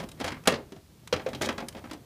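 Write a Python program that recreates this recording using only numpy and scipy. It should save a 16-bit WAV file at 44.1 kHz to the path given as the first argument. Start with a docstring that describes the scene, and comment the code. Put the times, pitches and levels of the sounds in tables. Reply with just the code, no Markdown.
"""A plastic drum unit is shifted in an open printer, close by, in a quiet room.
First it slides in its guides: tiny slips and knocks ring the shell, catches tick, an edge scrapes.
At 0.47 s it drops home with one loud clunk and a rattle; the hollow panels boom.
From 1.1 s it is rocked and pressed: more knocks, slides and ticks, dull thumps of the chassis.
Handling rumble and hiss lie under it all."""
import sys
import numpy as np
from scipy import signal
from scipy.fft import rfft, irfft, next_fast_len
from scipy.io import wavfile

SR = 44100
rng = np.random.default_rng(int(sys.argv[2]) if len(sys.argv) > 2 else 0)


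def store_wav(level_fs):
    """Save 16-bit WAV to argv[1]."""
    pcm = np.round(np.clip(np.atleast_2d(level_fs), -1, 1) * 32767)
    wavfile.write(sys.argv[1], SR, pcm.T.astype(np.int16))


N = 90404
STRIKE_T_S = np.arange(SR // 4) / SR

# shell on frame: t/s, then relative level/dB per band: thud, body, clack, crack, sizzle
KNOCKS = [(0.0, -44.5, -39, -42.5, -44.5, -54.5), (0.03, -40, -43, -54, -73, -75),
          (0.2, -38, -49, -39.5, -44.5, -48.5), (0.2099, -41.5, -34, -40, -40, -54),
          (0.2425, -52, -37.5, -33.5, -38, -43), (0.278, -50, -37.5, -37, -38, -53),
          (0.319, -40, -60, -39, -45.5, -57), (0.343, -76, -60, -47, -60, -65),
          (0.367, -56, -59, -50.5, -63, -77), (0.4554, -54, -53, -40.5, -50.5, -54),
          (0.4732, -24, -22.5, -21, -20, -23.5), (0.4849, -41, -31, -32, -48, -50),
          (0.5214, -32, -31, -36, -39, -52), (0.539, -49, -37, -37, -39, -64),
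          (0.556, -48, -44, -55, -45.5, -74), (0.579, -42, -43, -71, -70, -77),
          (0.7208, -44, -52.5, -52.5, -53, -59.5), (0.7621, -49, -52, -60, -60, -71),
          (1.1259, -42, -39, -30, -28, -44), (1.136, -34, -36.5, -32, -45, -47.5),
          (1.162, -45, -38, -43.5, -42.5, -58), (1.195, -47, -42, -42, -52, -76),
          (1.2628, -44, -31.5, -39, -44.5, -59), (1.287, -44, -39.5, -47, -49.5, -53),
          (1.3312, -37, -47, -41, -45.5, -57), (1.3477, -41.5, -42, -55, -40, -52.5),
          (1.4115, -33, -31, -32, -41, -48), (1.4187, -45, -48, -45, -34.5, -36),
          (1.458, -36, -44, -63, -41, -44), (1.468, -57, -32, -39, -59, -56),
          (1.488, -33.5, -32, -29, -34, -44.5), (1.5794, -39, -39, -36, -41.5, -51),
          (1.604, -57, -43, -44, -47.5, -60), (1.623, -40, -40, -48.5, -61, -77),
          (1.7481, -44.5, -43, -53, -59, -84), (1.766, -70, -44.5, -53, -53.5, -73),
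          (1.84, -44, -47.5, -47.5, -59, -75), (1.911, -37.5, -45.5, -43, -45, -51.5),
          (1.932, -49, -44.5, -51.5, -49, -51.5), (1.947, -45.5, -72, -65, -70, -80)]
# those five bands: low f/Hz, high f/Hz, t60/s, tilt/(dB/octave), distinct over crowded modes/dB
KNOCK_BANDS = [(173, 310, 0.12, 2, 2), (365, 760, 0.08, -0.5, -2), (762, 2430, 0.088, -1.5, -7),
               (2736, 6060, 0.061, -6.5, 3.5), (6730, 24000, 0.034, -13.5, -7.5)]
# distinct shell modes: f/Hz, level/dB, t60/s
SHELL_MODES = [(239.4, -1, 0.15), (305.8, -9.5, 0.2), (407.5, -9, 0.29), (534.4, -1, 0.12),
               (641.3, -7, 0.12), (764.4, -4, 0.085), (845, -7.5, 0.22), (1005, -5, 0.12),
               (1205, -10, 0.087), (1314, -2.5, 0.079), (1610, -2, 0.073), (2231, -6, 0.11),
               (2636, -6, 0.04), (3326, 0.5, 0.043), (3916, -1, 0.032), (5070, -6.5, .04),
               (5890, -7, 0.036), (10120, 2.5, 0.042)]
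# sliding and chatter in the guides: t/s, length/s, level/dB
SLIDES = [(0.0, 0.054, -45), (0.172, 0.032, -53), (0.205, 0.035, -45.5), (0.236, 0.058, -37),
          (0.301, 0.032, -42), (0.492, 0.064, -39.5), (1.14, 0.086, -48.5), (1.416, 0.044, -36.5),
          (1.494, 0.042, -44.5), (1.585, 0.032, -43), (1.746, 0.052, -49.5), (1.84, 0.098, -54)]
# slide spectrum: f/Hz, level/dB
SLIDE_SPECTRUM = [(60, -23), (200, -4.5), (550, 0), (1000, -5), (2000, -5.5), (4500, -13.5), (8000, -22.5),
                  (15000, -32)]
# edge scraping into its slot: t/s, length/s, level/dB
SCRAPES = [(0.208, 0.013, -46), (0.256, 0.035, -46), (1.418, 0.047, -39.5)]
# scrape spectrum: f/Hz, level/dB
SCRAPE_SPECTRUM = [(800, -6), (2000, -21), (3300, 4.5), (4200, 5.5), (5500, 4.5), (8000, -2), (15000, -23)]
# housing panels struck or pressed: t/s, f/Hz, level/dB, t60/s
BOOMS = [(0.0, 167.6, -41, 0.14), (0.2105, 515, -38.5, 0.06), (0.2426, 522, -37.5, 0.062),
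         (0.4733, 257, -26.5, 0.093), (0.4745, 639, -27, 0.065), (0.478, 522, -22.5, 0.064),
         (0.518, 137, -43.5, 0.23), (0.5205, 558, -30.5, 0.039), (0.7211, 389, -45.5, 0.19),
         (1.1264, 494, -21.5, 0.04), (1.2622, 514, -29, 0.1)]
# chassis taking the weight: t/s, level/dB
THUMPS = [(0.0, -55), (0.207, -46), (0.245, -39), (0.316, -48), (0.369, -49), (0.474, -41), (0.525, -49),
          (0.547, -47), (0.763, -51), (1.138, -35), (1.202, -49), (1.344, -39), (1.416, -40.5),
          (1.467, -39), (1.515, -49), (1.603, -47), (1.763, -45), (1.914, -55), (2.02, -55)]
# chassis modes: f/Hz, level/dB, t60/s
CHASSIS_MODES = [(87.5, -7.5, 0.29), (133, -6.5, 0.12), (48.8, -15, 0.097)]
# handling rumble envelope: t/s, level/dB
RUMBLE_ENVELOPE = [(0, -45), (.15, -49), (.3, -48), (.65, -53), (.85, -57.5), (1.05, -54), (1.3, -45),
                   (1.65, -48.5), (1.85, -49), (1.96, -52.5), (2.05, -51.5)]
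# rumble spectrum: f/Hz, level/dB
RUMBLE_SPECTRUM = [(20, -9), (48, 2), (90, 1), (150, 1), (260, -7), (500, -13.5), (1200, -23),
                   (4000, -35.5)]
# hiss spectrum: f/Hz, level/dB
HISS_SPECTRUM = [(20, 30), (150, -4), (600, -3), (1500, 1.5), (4000, 4.5), (9000, -1), (15000, -4)]
# room decay: f/Hz, t60/s
ROOM_DECAY = [(100, 0.46), (400, 0.31), (1500, 0.24), (4000, 0.21), (12000, 0.18)]
# room spectrum: f/Hz, level/dB
ROOM_SPECTRUM = [(100, -7), (500, 0.5), (2000, -1.5), (5000, -4.5), (12000, -7)]
# catches snapping: t/s, relative level/dB, tilt/(dB/octave)
TICKS = [(0.0878, -47, -1), (0.1156, -49, -1.5), (0.437, -53, -5), (1.0737, -42, -3.5), (1.6842, -40, 2),
         (1.7252, -51.5, -4)]
# crowded catch modes: low f/Hz, high f/Hz, t60/s, level/dB
TICK_BANDS = [(980, 3100, 0.039, -7.5), (2480, 9100, 0.032, -3.5), (6630, 12000, 0.027, -7)]
# distinct catch modes: f/Hz, level/dB, t60/s
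CATCH_MODES = [(3150, -7, 0.03), (3820, -5, 0.02), (4750, -11, 0.022), (5500, -4, 0.019), (9730, -7, 0.017)]


def amp(db):
    return 10 ** (np.asarray(db) / 20)


def unit_rms(x):
    return x / np.sqrt(np.mean(x ** 2) + 1e-20)


def interp_log_f(points, hz):
    f_hz, values = np.transpose(points)
    return np.interp(np.log(hz + 1), np.log(f_hz + 1), values)


def filtered(x, response):
    """Zero-phase filter, gain response(hz)."""
    size = next_fast_len(len(x) + 8192)
    return irfft(rfft(x, size) * response(np.fft.rfftfreq(size, 1 / SR)), size)[:len(x)]


def coloured(x, spectrum):
    """x shaped by a spectrum table, rms 1."""
    return unit_rms(filtered(x, lambda hz: amp(interp_log_f(spectrum, hz))))


def add(out, t_s, x):
    i = max(0, round(t_s * SR))
    out[i:i + len(x)] += x[:max(0, len(out) - i)]


def envelope(t60_s, attack_s=0.0012):
    return np.exp(-np.log(1000) * STRIKE_T_S / t60_s) * (1 - np.exp(-STRIKE_T_S / attack_s))


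def unit_strike(x):
    """Rms 1 over the first 12 ms."""
    return x / np.sqrt(np.mean(x[STRIKE_T_S < 0.012] ** 2) + 1e-20)


def crowded_modes(low_hz, high_hz, t60_s, tilt_db_oct):
    """Dense, damped plastic modes as a decaying noise band."""
    def band(hz):
        skirts = (1 + (low_hz / (hz + 1)) ** 10) * (1 + (hz / high_hz) ** 10)
        return amp(tilt_db_oct * np.log2((hz + 1) / low_hz)) / np.sqrt(skirts)
    noise = rng.standard_normal(len(STRIKE_T_S))
    return unit_strike(filtered(noise, band) * envelope(t60_s))


def ring(modes, scatter_db, attack_s=0.0012):
    """Distinct modes struck from rest; levels vary per blow."""
    out = np.zeros(len(STRIKE_T_S))
    for hz, db, t60_s in modes:
        gain = amp(db + scatter_db * rng.normal())
        out += gain * envelope(t60_s, attack_s) * np.sin(2 * np.pi * hz * STRIKE_T_S)
    return out


def shell_knocks(grip_detune=0.018):
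    """Each contact rings distinct and crowded modes; grip and contact point shift the upper ones."""
    out = np.zeros(N)
    for t_s, *levels_db in KNOCKS:
        shell = [(hz * (1 + grip_detune * rng.normal() * min(1, hz / 2000)), db, t60_s)
                 for hz, db, t60_s in SHELL_MODES]
        for db, (low_hz, high_hz, t60_s, tilt_db_oct, distinct_db) in zip(levels_db, KNOCK_BANDS):
            distinct = ring([mode for mode in shell if low_hz <= mode[0] < high_hz], scatter_db=1)
            crowd = crowded_modes(low_hz, high_hz, t60_s, tilt_db_oct)
            add(out, t_s, amp(db) * unit_strike(crowd + amp(distinct_db) * distinct))
    return out


def friction(strokes, spectrum, slips_per_s=970, rise_s=0.0056, fall_s=0.014):
    """Irregular tiny slips of plastic on plastic, which also ring the shell."""
    t_s, level = np.arange(N) / SR, np.zeros(N)
    for start_s, length_s, db in strokes:
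        rise = np.clip((t_s - start_s) / rise_s, 0, 1)
        fall = np.clip((start_s + length_s - t_s) / fall_s + 0.5, 0, 1)
        level += amp(db) * rise * fall
    slips = (rng.random(N) < slips_per_s / SR) * amp(3.5 * rng.standard_normal(N))
    grain_level = signal.fftconvolve(slips, envelope(t60_s=0.013, attack_s=0.0001))[:N]
    grains = grain_level * rng.standard_normal(N)
    ringing = signal.fftconvolve(grains, ring(SHELL_MODES, scatter_db=2))[:N]
    return level * unit_rms(coloured(grains, spectrum) + amp(-3) * coloured(ringing, spectrum))


def panel_booms(flutter_rad=0.19, flutter_hz=92):
    """Each loose, hollow panel gives a short tone with phase flutter."""
    out = np.zeros(N)
    for t_s, hz, db, t60_s in BOOMS:
        noise = rng.standard_normal(len(STRIKE_T_S))
        flutter = unit_rms(filtered(noise, lambda f_hz: np.exp(-(f_hz / flutter_hz) ** 2)))
        tone = np.sin(2 * np.pi * hz * STRIKE_T_S + flutter_rad * flutter)
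        add(out, t_s, amp(db) * unit_strike(envelope(t60_s, attack_s=0.003) * tone))
    return out


def chassis_thumps():
    """A shove rings the printer's low modes."""
    out = np.zeros(N)
    for t_s, db in THUMPS:
        add(out, t_s, amp(db) * unit_strike(ring(CHASSIS_MODES, scatter_db=2, attack_s=0.0017)))
    return out


def rumble_and_hiss(hiss_db=-61):
    """Low handling rumble over steady hiss."""
    rumble_db = np.interp(np.arange(N) / SR, *np.transpose(RUMBLE_ENVELOPE))
    rumble = amp(rumble_db) * coloured(rng.standard_normal(N), RUMBLE_SPECTRUM)
    return rumble + amp(hiss_db) * coloured(rng.standard_normal(N), HISS_SPECTRUM)


def room(x, delay_s=0.008, hop_s=0.06):
    """Small room, treble dying first; a fresh noise tail per hop keeps the reverb evenly coloured."""
    out, hop = np.zeros(N), round(hop_s * SR)
    for i in range(0, N, hop):
        hz, t_s, noise = signal.stft(rng.standard_normal(SR // 2), SR, nperseg=256)
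        tail = noise * np.exp(-np.log(1000) * t_s / interp_log_f(ROOM_DECAY, hz)[:, None])
        colour = amp(interp_log_f(ROOM_SPECTRUM, hz))[:, None]
        plain, shaped = signal.istft(np.array([tail, tail * colour]), SR, nperseg=256)[1]
        block = x[i:i + 2 * hop]
        window = np.sin(np.pi * np.arange(len(block)) / (2 * hop))
        add(out, delay_s + i / SR, signal.fftconvolve(block * window, shaped / np.linalg.norm(plain)))
    return out


def catch_ticks(tilt_ref_hz=4000):
    """Small hard catches click and ring briefly; a sharper snap is brighter."""
    out = np.zeros(N)
    for t_s, db, tilt_db_oct in TICKS:
        crowd = sum(amp(band_db) * crowded_modes(low_hz, high_hz, t60_s, tilt_db_oct=-3)
                    for low_hz, high_hz, t60_s, band_db in TICK_BANDS)
        click = crowd + amp(5.5) * ring(CATCH_MODES, scatter_db=5)
        tilted = filtered(click, lambda hz: amp(tilt_db_oct * np.log2(0.5 + hz / tilt_ref_hz)))
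        add(out, t_s, amp(db) * tilted)
    return out


def scene():
    """Plastic contacts fill the room; low tones and the close catches feed it less."""
    contacts = amp(-1) * shell_knocks()
    contacts += friction(SLIDES, SLIDE_SPECTRUM) + friction(SCRAPES, SCRAPE_SPECTRUM)
    ticks = catch_ticks()
    lows = panel_booms() + chassis_thumps()
    reverb = amp(-8.5) * room(contacts + amp(-4) * ticks + amp(-9) * lows)
    return (contacts + ticks + lows + reverb + rumble_and_hiss())[None]


def record(dry):
    """Microphone: deep bass rolled off, nothing above its band limit."""
    low_cut_hz, top_hz, edge_hz = 57.6, 15400, 300

    def response(hz):
        low_pass = np.clip((top_hz - hz) / edge_hz + 0.5, 0, 1)
        high_pass = hz ** 2 / np.hypot(hz ** 2, low_cut_hz ** 2)
        return low_pass * high_pass
    return np.array([filtered(x, response) for x in dry])


dry = scene()
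out = record(dry)
store_wav(out)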